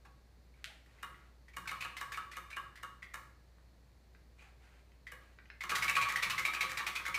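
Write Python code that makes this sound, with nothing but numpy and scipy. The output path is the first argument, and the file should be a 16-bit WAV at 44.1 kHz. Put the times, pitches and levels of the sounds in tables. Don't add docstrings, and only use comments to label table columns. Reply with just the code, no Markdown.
import sys
import numpy as np
from scipy import signal
from scipy.fft import rfft, irfft
from scipy.io import wavfile
from scipy.ndimage import uniform_filter1d

SR = 44100
rng = np.random.default_rng(int(sys.argv[2]) if len(sys.argv) > 2 else 0)


def digitize_waveform(pressure):
    field = np.atleast_2d(pressure).T
    bounded = np.clip(field, -1, 1)
    quanta = np.round(bounded * 32767).astype(np.int16)
    wavfile.write(sys.argv[1], SR, quanta)


def decibels_to_gain(level_db):
    exponent = np.asarray(level_db, float) / 20
    return 10 ** exponent


N = 316946


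def evened(x):
    return x / np.sqrt(np.mean(x ** 2) + 1e-20)


def read(points, hz, axis=1):
    table = np.transpose(points)
    return np.interp(np.log(hz + 1), np.log(table[0] + 1), table[axis])


def coloured(points):
    hz = np.fft.rfftfreq(N, 1 / SR)
    spectrum = rfft(rng.standard_normal(N)) * decibels_to_gain(read(points, hz))
    return evened(irfft(spectrum, N))


def add(mix, s, sound):
    part = mix[round(s * SR):][:len(sound)]
    part += sound[:len(part)]


def ring(t, hz, t60_s, rise_s):
    return decibels_to_gain(-60 * t / t60_s) * (1 - np.exp(-t / rise_s)) * np.sin(2 * np.pi * hz * t)


def sparse_blows(t, per_s):
    return rng.standard_normal(len(t)) * (rng.random(len(t)) < per_s / SR)


# (frequency [Hz], level [dB rms])
HUM_PARTIALS = [(59.5, -62), (119, -87), (178.5, -91.5)]
# (frequency [Hz], density [dB per Hz])
HISS_SPECTRUM = [(20, -19), (45, -1), (85, -1.5), (123, -2.5), (250, -10), (600, -14.5), (1400, -22.5),
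                 (1960, -21), (3230, -29.5), (4290, -23), (5300, -29.5), (6800, -31.5), (9000, -35.5),
                 (15500, -37.5)]


def background():
    hiss_db, waver_db = -67, 0.98
    t = np.arange(N) / SR
    waver = evened(uniform_filter1d(rng.standard_normal(N), 3000))
    hum = sum(decibels_to_gain(db) * np.sqrt(2) * np.sin(2 * np.pi * hz * t) for hz, db in HUM_PARTIALS)
    return decibels_to_gain(hiss_db) * coloured(HISS_SPECTRUM) + hum * decibels_to_gain(waver_db * waver)


# (start [s], length [s], level [dB])
RUB_EVENTS = [
    (0.53, 0.13, -71),
    (0.874, 0.42, -68),
    (4.362, 0.13, -61),
    (4.59, 0.22, -66),
    (4.86, 0.04, -77),
    (5.195, 0.15, -70),
]
# (frequency [Hz], density [dB per Hz])
RUB_SPECTRUM = [(200, -38), (500, -11), (1000, -9), (1600, -5), (2400, -6), (3300, -13), (5000, -21.5),
                (7000, -20.5), (9000, -26.5), (15500, -38)]


def rubs():
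    rise_s, sag_db = 0.031, -4.5
    t, level = np.arange(N) / SR, np.zeros(N)
    for s, length_s, db in RUB_EVENTS:
        level += np.interp(t - s, [0, rise_s, length_s], [0, decibels_to_gain(db), decibels_to_gain(db + sag_db)], left=0, right=0)
    clumps_db = 3 * evened(uniform_filter1d(rng.standard_normal(N), 200))
    return uniform_filter1d(level, 700) * decibels_to_gain(clumps_db - 5.5) * coloured(RUB_SPECTRUM)


# (time [s], peak [dB], pitch [Hz])
PALM_BUMPS = [
    (.055, -48, 795),
    (.675, -50.5, 650),
    (.7, -49, 814),
    (1.04, -53, 490),
    (4.45, -53, 790),
    (5.125, -55, 950),
    (5.715, -39, 460),
    (3.145, -46, 557),
]


def bumps():
    out, t = np.zeros(N), np.arange(SR // 8) / SR
    for s, db, hz in PALM_BUMPS:
        add(out, s, decibels_to_gain(db) * ring(t, hz, t60_s=0.035, rise_s=0.003))
    return out


# (time [s], peak [dB], pitch [Hz])
FINGER_TAPS = [
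    (3.5835, -63, 1250),
    (4.149, -57, 1630),
    (4.9187, -63.5, 2100),
    (5.3874, -49.5, 1580),
    (5.4563, -57, 2020),
    (5.5013, -43, 1740),
]
# (ratio to pitch, level [dB])
TAP_OVERTONES = [(1.2, 0), (1.42, -3), (2.36, -12.5), (3.0, -15)]


def taps():
    t60_s = 0.012
    out, t = np.zeros(N), np.arange(SR // 20) / SR
    for s, db, hz in FINGER_TAPS:
        upper = sum(decibels_to_gain(d) * ring(t, ratio * hz, t60_s, 0.00078) for ratio, d in TAP_OVERTONES)
        add(out, s, decibels_to_gain(db + 8) * (ring(t, hz, t60_s, 0.00022) + upper))
    return out


# (time [s], peak [dB], upper edge [Hz], sparkle [dB])
NAIL_FLICKS = [
    (0.6432, -29.5, 3780, -7.5),
    (0.653, -68, 3260, -8),
]


def flicks():
    def filtered(x, order, hz, kind):
        return signal.sosfilt(signal.butter(order, hz, kind, fs=SR, output="sos"), x)

    out = np.zeros(N)
    thin = filtered(signal.unit_impulse(SR // 20), 6, 1460, "high")
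    sparkle = filtered(thin, 2, 7000, "low")
    for s, db, top_hz, sparkle_db in NAIL_FLICKS:
        dull = filtered(thin, 3, top_hz, "low")
        add(out, s, decibels_to_gain(db + 22) * (dull + decibels_to_gain(sparkle_db) * sparkle))
    return out


# (time [s], peak [dB], crack [dB rel], thud [dB rel])
SLAPS_SLOW = [(0.053, -57, -22, -14), (1.031, -37.5, -10.5, -20.5), (1.569, -37.5, -7, -17),
              (1.715, -36.5, -10.5, -20.5), (1.849, -36.5, -13.5, -24), (2.013, -37, -8, -21),
              (2.174, -35.5, -14, -25), (2.37, -38.5, -8.5, -25), (2.568, -36, -12.5, -24.5),
              (2.833, -39.5, -10, -20), (3.142, -39.5, -5, -21), (5.121, -46, -6, -27)]
# (time [s], peak [dB], crack [dB rel], thud [dB rel])
SLAPS_FAST = [(5.638, -37.5, -7.5, -16), (5.718, -30, -13, -18), (5.785, -39, -3, -26),
              (5.846, -37, -2, -12.5), (5.897, -35.5, 1, -39), (5.967, -28.5, -14, -21),
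              (6.054, -33.5, -18, -23), (6.124, -38.5, -3.5, -25), (6.172, -38.5, -10, -38),
              (6.253, -38, -22, -10.5), (6.33, -40, -27, -40), (6.396, -40, 0.5, -13.5),
              (6.478, -37, -12, -25), (6.568, -38.5, -28, -24), (6.635, -33.5, -18, -21),
              (6.718, -39.5, -2.5, -22), (6.803, -36.5, -31, -20), (6.889, -39, -25, -21),
              (6.999, -42, -11, -33), (7.083, -38.5, -5, -16), (7.177, -36.5, -14, -32)]
# (frequency [Hz], level [dB], t60 [s])
BOARD_MODES = [(352.6, -18.5, 0.14), (520.5, -12.5, 0.062), (826, -17.5, 0.068), (893, -23, 0.091),
               (940, -9.5, 0.096), (1071, -14.5, 0.28), (1132, -9.5, 0.24), (1152, 1, 0.075),
               (1262, 1, 0.083), (1267, -8, 0.085), (1396, 1.5, 0.042), (1630, 2, 0.051), (1660, -4, 0.073),
               (2045, -2, 0.03), (2240, -16, 0.045), (2500, -41, 0.022), (2860, -0.5, 0.025),
               (2870, -1.5, 0.015), (3700, -7.5, 0.028), (4570, -39, .04)]
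# (frequency [Hz], level [dB], t60 [s])
STAND_MODES = [(122.4, -2.5, 0.26), (181.8, -0.5, 0.14)]
# (frequency [Hz], density [dB per Hz])
SCRAPE_SPECTRUM = [(710, -26.5), (1200, -2.5), (2270, 5), (3220, -20.5), (3870, -14), (7820, -16),
                   (11400, -20), (14200, -17.5), (16000, -21)]


def struck_board(t, db, tilt_db, vary):
    firm_db, dull_db_per_db, detune = -34.5, 0.3776, 0.0087
    settle_per_s, settle_db, settle_t60_s = 500, -12.5, 0.071
    tilt_db = tilt_db + dull_db_per_db * min(db - firm_db, 0)
    modes = np.zeros(len(t))
    for (hz, d, t60_s), v, w in zip(BOARD_MODES, vary, vary[len(BOARD_MODES):]):
        mode_db = d + 2.2 * v + tilt_db * np.log2(hz / 1200)
        modes += decibels_to_gain(mode_db) * ring(t, hz * (1 + detune * w), t60_s, 0.001)
    blows = decibels_to_gain(settle_db - 60 * t / settle_t60_s) * sparse_blows(t, settle_per_s)
    blows[0] = 1
    return signal.fftconvolve(blows / np.linalg.norm(blows), decibels_to_gain(1.5) * modes)[:len(t)]


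def tip_scrape(t, lead_s, noise, snap, whistle_hz):
    shape = np.where(t < lead_s, np.exp((t - lead_s) / 0.0012), decibels_to_gain(-60 * (t - lead_s) / 0.007))
    scrape = decibels_to_gain(-7) * shape * noise
    add(scrape, lead_s, decibels_to_gain(-16.5) * snap)
    return scrape + decibels_to_gain(1) * signal.lfilter(*signal.iirpeak(whistle_hz, 1.6, SR), scrape)


def slaps():
    slow_tilt_db, slow_tip_hz = 1.5, 8400
    fast_tilt_db, fast_tip_hz = -0.7, 6360
    tip_spread, lead_s = 0.056, 0.014
    out, t = np.zeros(N), np.arange(SR // 3) / SR
    rows = [(*p, slow_tilt_db, slow_tip_hz) for p in SLAPS_SLOW]
    rows += [(*p, fast_tilt_db, fast_tip_hz) for p in SLAPS_FAST]
    chatter = coloured(SCRAPE_SPECTRUM)
    snap_spectrum = decibels_to_gain(read(SCRAPE_SPECTRUM, np.fft.rfftfreq(256, 1 / SR)))
    snap = 2 * evened(np.roll(irfft(snap_spectrum), 128))
    thud = sum(decibels_to_gain(d) * ring(t, hz, t60_s, 0.022) for hz, d, t60_s in STAND_MODES)
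    for s, db, crack_db, thud_db, tilt_db, tip_hz in rows:
        bend, *vary = rng.standard_normal(2 * len(BOARD_MODES) + 1)
        board = struck_board(t, db, tilt_db, vary)
        add(out, s, decibels_to_gain(db) * (decibels_to_gain(-4.5) * board + decibels_to_gain(thud_db + 6) * thud))
        noise = np.resize(chatter[round(s * SR):], len(t))
        scrape = tip_scrape(t, lead_s, noise, snap, tip_hz * (1 + tip_spread * bend))
        add(out, s - lead_s - 0.002, decibels_to_gain(db + crack_db + 11.5) * scrape)
    return out


# (time [s], peak [dB], peg pitch [Hz], rattle [dB rel])
PEGS_SLOW = [(0.0512, -55, 1610, -11), (0.54, -60.5, 2290, -23), (0.861, -57, 1910, -13.5),
             (0.9863, -53.5, 2020, -19), (1.1438, -51, 2000, -29), (1.4828, -48.5, 1920, -17),
             (1.5353, -52, 2300, -13), (1.6755, -33, 2310, -11), (1.8077, -37, 2500, -7.5),
             (1.9684, -35.5, 2090, -10), (2.1207, -33, 1710, -12.5), (2.3159, -43.5, 1790, -8.5),
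             (2.5038, -47, 2170, -7.5), (2.757, -45.5, 1820, -12), (3.028, -36, 1980, -24.5),
             (4.3932, -50.5, 2370, -31), (5.0686, -37, 1955, -22)]
# (time [s], peak [dB], peg pitch [Hz], rattle [dB rel])
PEGS_FAST = [(5.6077, -31, 2100, -18.5), (5.695, -30, 2440, -6.5), (5.7524, -30.5, 1600, -3),
             (5.8237, -23, 2240, -13.5), (5.881, -22, 2280, -16.5), (5.9539, -22.5, 2450, -15),
             (6.0133, -26.5, 2300, -11.5), (6.0863, -37, 2240, -3.5), (6.1585, -20, 1910, -19),
             (6.2256, -31.5, 2060, -5), (6.2985, -34.5, 1720, -2.5), (6.3803, -25.5, 2115, -14),
             (6.4514, -19.5, 2283, -17.5), (6.5356, -30.5, 1680, -10), (6.608, -23, 2280, -12.5),
             (6.695, -33.5, 1900, -11), (6.773, -27, 2300, -12), (6.8667, -26.5, 2310, -10.5),
             (6.9535, -35.5, 2260, -5.5), (7.0535, -31, 1660, -14.5), (7.1437, -25, 2280, -14)]
# (time [s], peak [dB], pitch [Hz])
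PEG_SKIPS = [(1.657, -39, 1580), (1.6932, -32, 2240), (1.8241, -29.5, 2530), (2.1444, -32.5, 2270),
             (2.358, -43.5, 2406), (2.514, -45, 1670), (2.5296, -38, 2380), (3.023, -45, 2120),
             (3.0454, -52, 2040), (2.334, -44, 2010), (2.775, -45, 1930), (5.075, -48, 2080),
             (4.4083, -56, 2570), (5.8956, -26, 2550), (5.968, -22, 2314), (6.025, -23.5, 2350),
             (6.1005, -30, 1940), (6.2323, -24, 2220), (6.3063, -26.5, 2590), (6.5487, -27.5, 2490),
             (6.6294, -29, 2220), (6.7938, -28.5, 1820), (6.9612, -30.5, 2500), (7.005, -48, 1990),
             (7.0644, -28, 2094), (7.1594, -44, 2260)]
# (frequency [Hz], density [dB per Hz])
RATTLE_SPECTRUM = [(240, -31), (400, -26.5), (839, -15), (1110, -5), (1460, -8.5), (2290, -4), (3070, -12),
                   (3690, -10.5), (14600, -27), (16000, -24)]


def peg_tick(t, hz):
    grip = rng.uniform(0.11, 0.173, 2)
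    tick = ring(t, hz, 0.014, 0.001)
    tick += decibels_to_gain(-14) * ring(t, (1 + grip[0]) * hz, 0.023, 0.0036)
    tick += decibels_to_gain(-13) * ring(t, (1 - grip[1]) * hz, 0.013, 0.0015)
    return tick + decibels_to_gain(-14.5) * ring(t, 1.65 * hz, 0.012, 0.002)


def knocks():
    slow_t60_s, fast_t60_s = 0.06, 0.072
    skip_rattle_db, skip_t60_s = -20.5, 0.041
    out, t = np.zeros(N), np.arange(SR // 10) / SR
    rows = [(*p, slow_t60_s) for p in PEGS_SLOW]
    rows += [(*p, fast_t60_s) for p in PEGS_FAST]
    rows += [(*p, skip_rattle_db, skip_t60_s) for p in PEG_SKIPS]
    chatter = coloured(RATTLE_SPECTRUM)
    for s, db, hz, rattle_db, t60_s in rows:
        tick = peg_tick(t, hz)
        drag = decibels_to_gain(-60 * t / t60_s) * (1 - np.exp(-t / (0.088 * t60_s)))
        blows = decibels_to_gain(2) * drag * sparse_blows(t, 350)
        blows[0] = decibels_to_gain(3.5)
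        noise = np.resize(chatter[round(s * SR):], len(t))
        add(out, s, decibels_to_gain(db + 5.5) * signal.fftconvolve(blows, tick)[:len(t)])
        add(out, s - 0.0025, decibels_to_gain(db + rattle_db + 12) * drag * noise)
    return out


# (frequency [Hz], t60 [s], tail level [dB])
ROOM_DECAY = [(200, 0.91, -2.5), (980, 0.56, -4), (2300, 0.5, -5), (3550, 0.49, -3.5), (6850, 0.5, -7.5),
              (15000, 0.41, -2.5)]


def tail():
    impulses = np.zeros(SR // 2)
    at = np.arange(200, len(impulses) - 20, 20)
    impulses[at + rng.integers(0, 20, len(at))] = rng.choice([-1., 1.], len(at))
    hz, t, z = signal.stft(impulses, SR, nperseg=256)
    t60_s = read(ROOM_DECAY, hz)[:, None]
    level_db = read(ROOM_DECAY, hz, axis=2)[:, None]
    return signal.istft(z * decibels_to_gain(level_db - 60 * t / t60_s), SR, nperseg=256)[1]


# (delay [s], level [dB])
EARLY_ECHOES = [(.0045, -9.5), (.009, -12.5), (.015, -9), (.021, -21.5), (.034, -18.5)]


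def room(x):
    stir_hz, tail_db = 14, -15.5
    out = x.copy()
    stir = evened(uniform_filter1d(rng.standard_normal(N), 1500))
    turn = 2 * np.pi * stir_hz * np.cumsum(stir) / SR
    for k, (s, db) in enumerate(EARLY_ECHOES):
        add(out, s, (-1) ** k * decibels_to_gain(db) * x[:N - round(s * SR)])
    for share in np.cos(turn), np.sin(turn):
        out += decibels_to_gain(tail_db) * share * signal.fftconvolve(x, tail())[:N]
    return out


def scene():
    wheel = knocks() + slaps() + flicks() + taps() + bumps()
    return (room(decibels_to_gain(-2) * wheel + rubs()) + background())[None]


def roll_off(x):
    return signal.sosfilt(signal.butter(12, 16360, fs=SR, output="sos"), x)


def record(dry):
    edge = signal.firwin(255, 15450, window=("kaiser", 8), fs=SR)
    mix = signal.oaconvolve(dry, edge[None], "same")
    return roll_off(mix)


dry = scene()
out = record(dry)
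digitize_waveform(out)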